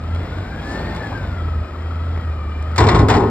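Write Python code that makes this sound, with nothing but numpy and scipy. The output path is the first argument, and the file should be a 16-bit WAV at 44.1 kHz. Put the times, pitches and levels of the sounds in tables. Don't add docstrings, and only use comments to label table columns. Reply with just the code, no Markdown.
import sys
import numpy as np
from scipy import signal
from scipy.fft import rfft, irfft
from scipy.io import wavfile

SR = 44100
rng = np.random.default_rng(int(sys.argv[2]) if len(sys.argv) > 2 else 0)


def wrap_up_sound(samples):
    columns = np.atleast_2d(samples).T
    tamed = np.clip(columns, -1, 1)
    steps = np.round(tamed * 32767).astype(np.int16)
    wavfile.write(sys.argv[1], SR, steps)


N = 145530
T = np.arange(N) / SR
CYLINDERS = 6


def amp(db):
    return 10 ** (np.asarray(db) / 20)


def unit(x):
    return x / np.sqrt(np.mean(x ** 2) + 1e-20)


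def curve(points):
    return np.interp(T, *np.transpose(points))


def at_hz(points, hz):
    f, value = np.transpose(points)
    return np.interp(np.log(hz + 1), np.log(f + 1), value)


def equalise(x, eq):
    size = x.shape[-1]
    return irfft(rfft(x) * amp(at_hz(eq, np.fft.rfftfreq(size, 1 / SR))), size)


def wander(hz):
    rolloff = 1 + (np.fft.rfftfreq(N, 1 / SR) / hz) ** 4
    return unit(irfft(rfft(rng.standard_normal(N)) / rolloff, N))


def add(mix, start_s, sound):
    part = mix[:, round(start_s * SR):][:, :sound.shape[-1]]
    part += sound[..., :part.shape[-1]]


def decay(t, t60):
    return np.exp(-np.log(1000) * t / t60)


def attack(rise_s):
    return np.minimum(T[:SR] / rise_s, 1)


# frequency in Hz, left-right correlation.
LIKENESS = [(100, .9996), (200, .99), (350, .94), (650, .76), (1200, .85), (3000, .8), (8000, .9)]

def noise(size, eq, pulse=1):
    a, b = rfft(rng.standard_normal((2, size)))
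    likeness = at_hz(LIKENESS, np.fft.rfftfreq(size, 1 / SR))
    mid, side = a * np.sqrt(1 + likeness), b * np.sqrt(1 - likeness)
    white = irfft(np.array([mid + side, mid - side]), size)
    return unit(equalise(white * pulse, eq))


def burst(eq, t60, rise_s):
    return noise(SR, eq) * decay(T[:SR], t60) * attack(rise_s)


# time in seconds, level in dB.
DRONE_FADER = [(0, -28.5), (.13, -20.5), (.22, -22), (.25, -33), (.34, -30.5), (.41, -21), (.45, -36),
               (.75, -52), (1.06, -31.5), (1.15, -29), (1.4, -24), (1.62, -18.5), (1.655, -39), (1.74, -29),
               (1.85, -23.5), (2.17, -20), (2.23, -29), (2.26, -19.5), (2.4, -24.5), (2.76, -21.5),
               (3.3, -29)]
LOPE_FADER = [(0, -25.5), (.38, -30), (.5, -29), (.9, -25.5), (1.05, -32), (1.2, -25), (1.6, -27.5),
              (1.7, -35), (2.15, -30), (2.25, -29.5), (2.35, -30), (3.3, -35)]
# multiple of the six-firing cycle, relative level in dB.
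LOPE_PARTIALS = [(3, 3.5), (4, 0), (5, 1), (7, -7), (8, -6.5), (9, -4), (10, -7), (12, -9.5), (14, -10),
                 (16, -14.5), (18, -11)]

def exhaust(firings):
    cycle = 2 * np.pi * firings / CYLINDERS
    lope = sum(amp(db) * np.cos(order * cycle + 1.45 * wander(hz=7.6)) for order, db in LOPE_PARTIALS)
    drone = np.sqrt(2) * np.sin(2 * np.pi * firings)
    return amp(curve(DRONE_FADER)) * drone + amp(curve(LOPE_FADER)) * unit(lope)


# time in seconds, level in dB.
ROAR_FADER = [(0, -36.5), (.24, -31.5), (.55, -33), (.76, -27.5), (.95, -28.5), (1.13, -31), (1.35, -33.5),
              (1.65, -36), (2.1, -34.5), (2.45, -37), (2.76, -34), (3.3, -29.5)]
# frequency in Hz, relative level in dB.
ROAR_EQ = [(20, -13.5), (45, -2), (90, -6.5), (160, -0.5), (260, 1), (420, -3), (650, -4.5), (1000, -9.5),
           (1500, -10.5), (2100, -15), (2800, -20), (4500, -24), (6000, -34.5), (8000, -39), (10000, -56),
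           (13000, -43), (15500, -70)]

def engine_roar(firings):
    depth, length_firings, scatter_db = 0.15, 0.22, 6.5
    strength = amp(scatter_db * rng.standard_normal(N))[firings.astype(int)]
    knock = unit(strength * np.exp(-(firings % 1) / length_firings))
    return amp(curve(ROAR_FADER)) * noise(N, ROAR_EQ, pulse=1 - depth + depth * knock)


# time in seconds, level in dB.
WHINE_FADER = [(0, -41.5), (.17, -39.5), (.22, -46), (.4, -44), (.55, -40), (.63, -43), (.71, -35),
               (.76, -34.5), (.8, -43), (.86, -39.5), (.99, -44), (1.04, -33), (1.07, -37.5), (1.09, -50),
               (1.13, -47), (1.155, -34.5), (1.22, -37.5), (1.27, -48), (1.37, -40.5), (1.6, -41.5),
               (1.95, -40.5), (2.4, -43.5), (2.76, -39)]

def gear_whine(firings, firing_hz):
    teeth_per_firing, lug_hz, throb_limit_db = 16, 87, 4.5
    cycle = 2 * np.pi * firings / CYLINDERS
    lug = (lug_hz / firing_hz) ** 5.4
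    throb = lug * (-2 * np.sin(cycle) + 1.5 * np.sin(4 * cycle) + 4.5 * wander(hz=39))
    throb_db = throb_limit_db * np.tanh(throb / throb_limit_db)
    wobble = 0.68 * lug * wander(hz=53)
    mesh = np.sin(2 * np.pi * teeth_per_firing * firings + wobble)
    rasp = 1 + 0.45 * wander(hz=100)
    return amp(curve(WHINE_FADER)) * unit(amp(throb_db) * mesh * rasp)


# multiple of the firing rate, level in dB before pipework and swell.
PUMP_TONES = [(7.68, -46.5), (23.7, -54), (31.1, -54), (38.5, -55.5), (39.8, -57.5)]
# frequency in Hz, gain in dB.
PIPE_EQ = [(650, -6), (880, 5), (1750, -3.5), (1920, 3), (2200, -4), (2340, 4.5), (2430, 2), (2500, -7),
           (2850, -5), (2970, -1.5), (3100, -6), (3250, 3), (3380, -6), (3570, 1), (3750, -9), (4150, -6),
           (4420, 1)]

def hydraulic_pump(firings):
    fuzz_hz, flicker_db = 30, 1.5
    tones = 0
    for multiple, db in PUMP_TONES:
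        phase = 2 * np.pi * multiple * firings
        fuzzy = wander(fuzz_hz) * np.cos(phase) + wander(fuzz_hz) * np.sin(phase)
        tones += amp(db) * unit(fuzzy * amp(flicker_db * wander(hz=4.2)))
    effort_db = curve(ROAR_FADER)
    swell = amp(0.3 * (effort_db - effort_db.mean()))
    return equalise(tones, PIPE_EQ) * swell


# time in seconds, level in dB.
HISS_FADER = [(0, -65.5), (.58, -61), (.72, -45.5), (.9, -74), (1.05, -55.5), (1.3, -69), (3.3, -65)]
# frequency in Hz, relative level in dB.
HISS_EQ = [(20, -64.5), (2000, -17.5), (4500, 6), (7500, -3), (10000, -13.5), (13000, -28), (15500, -23.5)]

def valve_hiss():
    return amp(curve(HISS_FADER)) * noise(N, HISS_EQ)


# start in seconds, level in dB, t60 in seconds.
CLICK_CUES = [(0.147, -34.5, 0.04), (0.948, -30.5, 0.025), (0.961, -31.5, 0.05), (2.624, -35.5, 0.03),
              (2.760, -24, 0.07)]
# frequency in Hz, relative level in dB.
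CLICK_EQ = [(20, -38), (400, 10.5), (1500, 7.5), (4500, 0.5), (8000, -9), (13000, -25), (15500, -24)]

def linkage_clicks():
    out = np.zeros((2, N))
    for start, db, t60 in CLICK_CUES:
        add(out, start, amp(db) * burst(CLICK_EQ, t60, rise_s=0.0015))
    return out


# start in seconds, level in dB.
CLUNK_CUES = [(1.113, -25.5)]
# frequency in Hz, relative level in dB.
CLUNK_EQ = [(20, -30), (300, -8), (600, 0), (760, 14), (950, 1), (1130, 4), (1450, -8), (2500, -30),
            (15500, -64)]

def bin_clunk():
    out = np.zeros((2, N))
    for start, db in CLUNK_CUES:
        add(out, start, amp(db) * burst(CLUNK_EQ, t60=0.16, rise_s=0.008))
    return out


def steel_ring(modes, rise_s):
    t, out = T[:SR], 0
    for hz, db, t60 in modes:
        spread = 0.35 * min(hz / 1000, 1) ** 2
        phase = 2 * np.pi * rng.random() + spread * rng.standard_normal((2, 1))
        out += amp(db) * decay(t, t60) * np.sin(2 * np.pi * hz * t + phase)
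    return out * attack(rise_s)


def sheet_steel(eq, tails, rise_s):
    hz, t, spectrum = signal.stft(noise(SR, eq), SR, nperseg=512)
    _, wash = signal.istft(spectrum * decay(t, at_hz(tails, hz)[:, None]), SR)
    return wash[:, :SR] * attack(rise_s)


# frequency in Hz, relative level in dB, t60 in seconds.
BIN_MODES = [(104, 6.5, .6), (210, -9, .8), (236, -5, 1), (258, -8, .9), (304, -8, .8), (390, -6, .8),
             (419, -9, .9), (449, -10, .8), (606, -12, .7), (700, -11, .35), (732, -12, .7), (813, -9, .35),
             (860, -13, .7), (974, -8, .5), (1071, -5.5, .9), (1220, -15, .3), (1335, -13, .3),
             (1457, -12, .42), (1787, -13, .5)]

def bin_ring(pitch_hz, rise_s):
    lift_db, width_octaves = 12, 0.2
    modes = []
    for hz, db, t60 in BIN_MODES:
        nearness = np.exp(-(np.log2(hz / pitch_hz) / width_octaves) ** 2)
        modes.append((hz, db + lift_db * nearness, t60))
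    return steel_ring(modes, rise_s)


# frequency in Hz, relative level in dB, t60 in seconds.
FORK_MODES = [(1920, 1, .3), (2008, 0, .35), (2121, -1, .25), (2315, -2, .3), (2815, -7, .3),
              (3284, -7, .25), (3564, -3, .25), (3666, 1, .14), (4177, -4, .22), (5141, -6, .16)]
# frequency in Hz, relative level in dB.
CRACK_EQ = [(20, -28.5), (500, 14.5), (2000, 10), (3000, 3), (4400, 9.5), (6000, 0), (8000, -7),
            (10000, -30.5), (13000, -30), (15500, -31)]
CRASH_EQ = [(20, -40), (300, -10), (900, 4), (1400, -1), (2100, -4), (2900, -10.5), (4400, -15),
            (6000, -22), (8000, -24), (10000, -57), (13000, -43), (15500, -47)]
BOOM_EQ = [(20, -34), (70, -12), (160, -6), (280, -4.5), (430, -1), (570, -14), (950, -11), (1300, -24),
           (2500, -43), (15500, -85)]
THUD_EQ = [(20, -23), (38, -3), (58, -1), (105, 0), (150, -8), (300, -40), (15500, -100)]
# frequency in Hz, t60 in seconds.
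CRASH_TAILS = [(300, 0.88), (1000, 0.23), (2200, 0.18), (5000, 0.24), (13000, 0.17)]
BOOM_TAILS = [(100, 0.8), (300, 0.85), (1000, 0.6), (3000, 0.16)]
# start in seconds, crack level in dB, its tilt above 1 kHz in dB per
# octave, levels of clank, crash, boom, thud and ring in dB, favoured ring pitch in Hz.
BLOW_CUES = [(2.779, -13.5, 5.5, -28.5, -17.5, -19, -13, -22.5, 970),
             (2.801, -25.5, 7, -40, -16.5, -18.5, -12.5, -26.5, 420),
             (2.820, -31, -7, -36, -26, -22.5, -19, -29.5, 1400),
             (2.838, -28.5, 6.5, -40, -23.5, -19.5, -23.5, -27, 240),
             (2.867, -21, 0, -39.5, -19, -18, -16.5, -36.5, 1000),
             (2.886, -11, -1.5, -28, -19, -24.5, -25.5, -24.5, 720),
             (2.914, -30.5, -4, -36.5, -22.5, -22.5, -13.5, -25, 1200),
             (2.945, -21.5, 0, -34.5, -17, -19, -24, -24, 1071),
             (2.989, -28.5, 3, -37.5, -21, -15, -10.5, -24, 290),
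             (3.084, -25.5, 11.5, -33, -17.5, -19, -16.5, -26, 1457),
             (3.098, -25.5, 4.5, -34.5, -13, -19.5, -24, -30.5, 1300),
             (3.139, -37, -1, -41.5, -17, -16.5, -17.5, -22, 830),
             (3.166, -25, 0.5, -45.5, -28.5, -20, -24, -30.5, 430),
             (3.199, -46, 0, -53, -32, -16.5, -28, -25.5, 390),
             (3.232, -50, 0, -56, -42, -23.5, -33, -29.5, 239)]

def bin_slams():
    out = np.zeros((2, N))
    for start, crack_db, tilt, clank_db, crash_db, boom_db, thud_db, ring_db, pitch_hz in BLOW_CUES:
        crack_eq = [(hz, db + tilt * np.log2(max(hz / 1000, 1))) for hz, db in CRACK_EQ]
        add(out, start, amp(crack_db) * burst(crack_eq, t60=0.065, rise_s=0.003))
        add(out, start, amp(clank_db) * steel_ring(FORK_MODES, rise_s=0.003))
        add(out, start, amp(crash_db) * sheet_steel(CRASH_EQ, CRASH_TAILS, rise_s=0.002))
        add(out, start, amp(boom_db) * sheet_steel(BOOM_EQ, BOOM_TAILS, rise_s=0.008))
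        add(out, start, amp(thud_db) * burst(THUD_EQ, t60=0.78, rise_s=0.008))
        add(out, start, amp(ring_db) * bin_ring(pitch_hz, rise_s=0.008))
    return out


# time in seconds, firing rate in Hz.
ENGINE_REVS = [(0, 77.6), (.2, 86.97), (.42, 93.4), (.6, 103.8), (.75, 111), (.88, 115.6), (1.03, 108.9),
               (1.2, 96.8), (1.4, 83.2), (1.62, 78.45), (1.9, 81.4), (2.12, 83.26), (2.3, 78.87),
               (2.44, 75.2), (2.6, 76.5), (2.78, 81.6), (3.3, 79.65)]

def scene():
    firing_hz = curve(ENGINE_REVS)
    firings = np.cumsum(firing_hz) / SR
    engine = exhaust(firings) + engine_roar(firings) + gear_whine(firings, firing_hz)
    hydraulics = hydraulic_pump(firings) + valve_hiss()
    return engine + hydraulics + linkage_clicks() + bin_clunk() + bin_slams()


# frequency in Hz, left minus right in dB.
BALANCE = [(300, -0.7), (540, 0.5), (940, 8.5), (1640, 6), (2850, -1.2), (4940, -3.5), (8570, 3)]
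# frequency in Hz, lead of the left side in radians.
LEFT_LEAD = [(500, 0), (1200, .1), (1900, .25), (2300, .6), (2580, 1.8), (3100, 2.1), (4250, 1.7),
             (4600, 2.4), (5150, .7), (5750, 2.8), (6500, 3.5), (7200, 6.0), (8700, 6.4)]

def record(dry):
    mono_hz, rumble_hz, top_hz = 220, 48.5, 14500
    hz = np.fft.rfftfreq(2 * N, 1 / SR)
    apart = 1 - np.exp(-(hz / mono_hz) ** 4)
    left = amp(apart * at_hz(BALANCE, hz) / 2) * np.exp(0.5j * apart * at_hz(LEFT_LEAD, hz))
    pair = irfft(rfft(dry, 2 * N) * np.array([left, 1 / left]))[:, :N]
    pair = signal.sosfilt(signal.butter(4, rumble_hz, "high", fs=SR, output="sos"), pair)
    rounded = pair / (1 + pair ** 8) ** (1 / 8)
    lowpass = signal.firwin(511, top_hz, window=("kaiser", 9), fs=SR)
    return signal.oaconvolve(rounded, lowpass[None], "same")


dry = scene()
out = record(dry)
wrap_up_sound(out)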